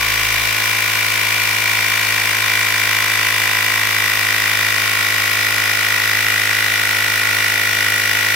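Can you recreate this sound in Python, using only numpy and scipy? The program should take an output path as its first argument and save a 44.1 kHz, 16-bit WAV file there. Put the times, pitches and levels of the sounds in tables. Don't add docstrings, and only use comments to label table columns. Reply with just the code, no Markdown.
import sys
import numpy as np
from scipy import signal
from scipy.fft import rfft, irfft, next_fast_len
from scipy.io import wavfile
from scipy.ndimage import map_coordinates

SR = 44100
rng = np.random.default_rng(int(sys.argv[2]) if len(sys.argv) > 2 else 0)


def generate_wav(signal):
    frames = np.transpose(np.atleast_2d(signal))
    scaled = np.clip(frames, -1, 1) * 32767
    pcm = np.round(scaled).astype(np.int16)
    wavfile.write(sys.argv[1], SR, pcm)


N = 368232

GEAR_RATIO = 4.2
TOP_HZ = 15800
START_PRESSURE, PRESSURE_RISE = 0.081, 1


def amp(db):
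    return 10 ** (np.asarray(db) / 20)


def unit(x):
    return x / np.sqrt(np.mean(x ** 2) + 1e-20)


def sides(db):
    return amp(np.array([[.5], [-.5]]) * db)


def along(points, hz):
    knot_hz, values = np.transpose(points)
    return np.interp(np.log(hz + 1), np.log(knot_hz), values)


def curves(rows, at=None):
    knots, *columns = np.transpose(rows)
    places = np.arange(N) / SR if at is None else at
    return [np.interp(places, knots, column) for column in columns]


def wobble(rate):
    knots = rng.standard_normal(int(N * rate / SR) + 4)
    return map_coordinates(knots, [np.arange(N) * rate / SR])


def filtered(x, response):
    size = next_fast_len(N + SR // 2)
    spectrum = rfft(x, size) * response(np.fft.rfftfreq(size, 1 / SR))
    return irfft(spectrum, size)[..., :N]


def ring(f, hz, width):
    return 1j * f * width / (hz * hz - f * f + 1j * f * width)


def pressure():
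    return START_PRESSURE + PRESSURE_RISE * np.arange(N) / N


def crank(flutter=.0012):
    # start_s, strokes_per_s
    speed_curve = [(0, 54.092), (1, 54.024), (5.25, 52.381), (6.3, 52.809), (7.9, 52.184), (8.35, 52.512)]
    start_turn = .164
    strokes_per_s = curves(speed_curve)[0] * (1 + flutter * wobble(12))
    return start_turn + np.cumsum(strokes_per_s) / SR


def reed(turn, scatter=0.0022, detune=0.0037, size_db=0.45):
    # place_turns, soft_tire_hz, firm_tire_hz, soft_tire_db, firm_tire_db
    flutter_path = [(.32, 2514, 2477, -20, -13), (.43, 2477, 2442, 1.5, -4), (.53, 2375, 2332, 0, -3),
                    (.62, 2245, 2034, -6.5, -4), (.7, 1759, 1900, 0.5, -1), (.8, 1494, 1440, -11.5, -2.5),
                    (.87, 938, 1404, 3, -1), (.95, 926, 1375, -12.5, -14)]
    opens_later = 0.1396
    stroke = turn.astype(int)
    late, sharp, size = rng.standard_normal((stroke[-1] + 1, 3))[stroke].T
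    place = 1 - (1 - turn % 1) * (1 + opens_later * pressure()) + scatter * late
    low_hz, high_hz, low_db, high_db = curves(flutter_path, place)
    db = low_db + (high_db - low_db) * pressure()
    hz = (low_hz + (high_hz - low_hz) * pressure()) * (1 + detune * sharp)
    cycles = np.cumsum(hz) / SR
    cycles -= np.interp(stroke + .5 - scatter * late, turn, cycles)
    return cycles, amp(db + size_db * size)


def chirp(cycles, strength):
    # pitch_hz, width_hz, level_db, left_minus_right_db
    case_modes = [(1020, 52, -1, 2.5), (1445, 128, -2, -2), (1932, 97, 6, -1), (2355, 103, .5, 1.5),
                  (2830, 134, -11, 14)]

    def case_response(f):
        total = 0
        for k, (hz, width, db, pan) in enumerate(case_modes):
            total = total + (-1) ** k * amp(db) * sides(pan) * ring(f, hz, width)
        return total

    return unit(filtered(strength * np.sin(2 * np.pi * cycles), case_response))


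def vented(pair, spectrum):
    # pitch_hz, width_hz, lift_db, left_minus_right_db
    vent_slots = [(2135, 145, -3, 6), (2810, 260, 4.5, -1), (3590, 294, 5, -3.5), (4200, 106, -3, 12),
                  (4680, 120, 2, -5.5), (6900, 230, -4.5, -4), (5070, 140, 4, 7.5), (5710, 250, 3.5, 5.5),
                  (8450, 290, 3, 1.5), (9670, 144, 5.5, 5.5), (10320, 190, 3.5, 4), (12320, 160, 5.5, 5.5),
                  (13200, 290, 1, 8), (14300, 270, 2, 6)]
    # pitch_hz, likeness (1 same, 0 unrelated)
    ear_likeness = [(100, 0.61), (300, 0.97), (640, 0.35), (1400, 0.49), (3100, 0.35), (6800, -0.026),
                    (15000, -0.042)]
    # pitch_hz, left_minus_right_db
    stereo_lean = [(100, 5), (1500, 3), (5000, 1), (7200, 1.5), (9000, 3.5), (13000, 3), (15500, -0.5)]

    def mid_side(f):
        angle = np.arccos(np.clip(along(ear_likeness, f), -1, 1)) / 2
        return amp(along(spectrum, f)) * [np.cos(angle), np.sin(angle)]

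    def slots(f):
        total = 1
        for hz, width, db, pan in vent_slots:
            total = total + (amp(db) * sides(pan) - 1) * ring(f, hz, width)
        return total * sides(along(stereo_lean, f))

    mid, side = filtered(pair, mid_side)
    return unit(filtered(np.array([mid + side, mid - side]), slots))


def buzz(turn, cycles, count=8, width=0.2, octave_db=4):
    # pitch_hz, level_db (per Hz)
    slap_colour = [(1500, -14), (2800, -10.5), (3600, -1), (5100, 1), (7000, -5.5), (9500, -6.5),
                   (12600, -4), (15700, -5)]
    slap_at, slap_later = 0.76, 0.073
    overtones = [np.sin(2 * np.pi * (k * cycles + rng.random((2, 1)))) for k in range(2, count + 1)]
    octave, *higher = overtones
    octave = octave * amp(octave_db * pressure())
    offset = (turn - slap_at - slap_later * pressure() + .5) % 1 - .5
    slap = np.exp(-(offset / width) ** 2)
    return vented(slap * (octave + sum(higher)), slap_colour)


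def hiss(turn, ripple=0.057, rough_db=0.5):
    # place_turns, level_db
    puff_shape = [(0, 0), (.2, -1.5), (.42, 0.5), (.55, .5), (.68, 1), (.8, 2), (.92, 2)]
    # pitch_hz, level_db (per Hz)
    air_colour = [(30, -23), (200, -21.5), (450, -16.5), (750, -8), (1050, -2), (1500, -1), (2150, 4),
                  (2750, 0.5), (3300, -1.5), (3800, -4.5), (5200, -6.5), (7000, -6), (9200, -13),
                  (12600, -8), (15700, -15.5)]
    place, db = np.transpose(puff_shape)
    flow = amp(np.interp(turn % 1, place, db, period=1) + rough_db * wobble(900))
    flow *= 1 + ripple * np.sin(2 * np.pi * GEAR_RATIO * turn)
    return vented(flow * rng.standard_normal((2, N)), air_colour)


def clacks(turn, life=0.059, size_db=1.3, repeat=0.66):
    # place_turns, level_db
    contacts = [(.04, -6.5), (0.361, -7.5), (.67, -3.5), (.86, -2)]
    # pitch_hz, level_db (per Hz)
    contact_colour = [(200, -36), (600, -4), (1100, -7), (2200, 10.5), (3500, -3.5), (5000, -13.5),
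                      (8000, -14.5), (15000, -3.5)]
    out = np.zeros((2, N))
    for place, db in contacts:
        stroke, age = np.divmod(turn + 1 - place, 1)
        stroke = stroke.astype(int)
        since = np.arange(N) - np.searchsorted(stroke, stroke)
        same = rng.standard_normal((2, SR))[:, since]
        fresh = rng.standard_normal((2, N))
        burst = repeat * same + (1 - repeat) * fresh
        stroke_db = db + size_db * rng.standard_normal(stroke[-1] + 1)[stroke]
        out += burst * np.exp(-age / life) * amp(stroke_db)
    return vented(out, contact_colour)


def shake_db():
    soft_db, firm_change_db = -48, -4.5
    hand_db, let_go_s, release_s = 12, .43, .15
    held = np.clip(1 - (np.arange(N) / SR - let_go_s) / release_s, 0, 1)
    return soft_db + firm_change_db * pressure() + hand_db * held


def thrum(turn, level_db=-33, knock=.9, spread=0.95, load_db=2, uneven_db=0.46):
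    # stroke_rate_multiple, level_db
    piston_partials = [(2, -2.5), (3, -22.5), (4, -16.5), (5, -16), (6, -13), (7, -17), (8, -12.5),
                       (9, -12), (10, -15), (11, -11.5), (12, -22), (13, -13), (14, -19.5), (15, -16.5),
                       (16, -20), (17, -13.5), (18, -22)]
    # motor_speed_multiple, level_db
    motor_partials = [(1, -61), (3, -50.5), (5, -41)]
    hardness = amp(load_db * (pressure() - .5) + uneven_db * wobble(40))
    partials = []
    for k, db in piston_partials:
        phase = 2 * np.pi * k * (turn - knock) + spread * rng.normal()
        partials.append(amp(db) * np.cos(phase))
    swing, *overtones = partials
    body = swing * amp(.5 * wobble(14)) + hardness * sum(overtones)
    shake = amp(shake_db() + .6 * wobble(8)) * np.sin(2 * np.pi * turn)
    motor = 0
    for k, db in motor_partials:
        motor = motor + amp(db + 2.0 * wobble(5.2)) * np.sin(2 * np.pi * k * GEAR_RATIO * turn)
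    return np.sqrt(2) * (amp(level_db) * body + shake + motor) * sides(0.6)


def room(x):
    # pitch_hz, t60_s
    room_decay = [(200, 0.42), (2000, 0.27), (12000, 0.12)]
    hz, t, z = signal.stft(rng.standard_normal((2, SR // 3)), SR, nperseg=256)
    decay = amp(-60 * t / along(room_decay, hz)[:, None])
    tail = signal.istft(z * decay, SR, nperseg=256)[1]
    delayed = np.pad(x, ((0, 0), (200, 0)))
    return signal.fftconvolve(delayed, tail / np.linalg.norm(tail[0]), axes=1)[:, :N]


def scene():
    turn = crank()
    cycles, strength = reed(turn)
    chirp_db = -20.55 + 1.4 * pressure()
    thinning_db = -0.96 * pressure()
    valve = amp(chirp_db) * chirp(cycles, strength)
    valve = valve + amp(-26 + thinning_db) * buzz(turn, cycles)
    air = valve + amp(-20.6 + thinning_db) * hiss(turn)
    air = air + amp(-25 + thinning_db) * clacks(turn)
    wet_db = -9.5
    return air + amp(wet_db) * room(air) + thrum(turn)


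def record(dry):
    return filtered(dry, lambda hz: hz < TOP_HZ)


dry = scene()
out = record(dry)
generate_wav(out)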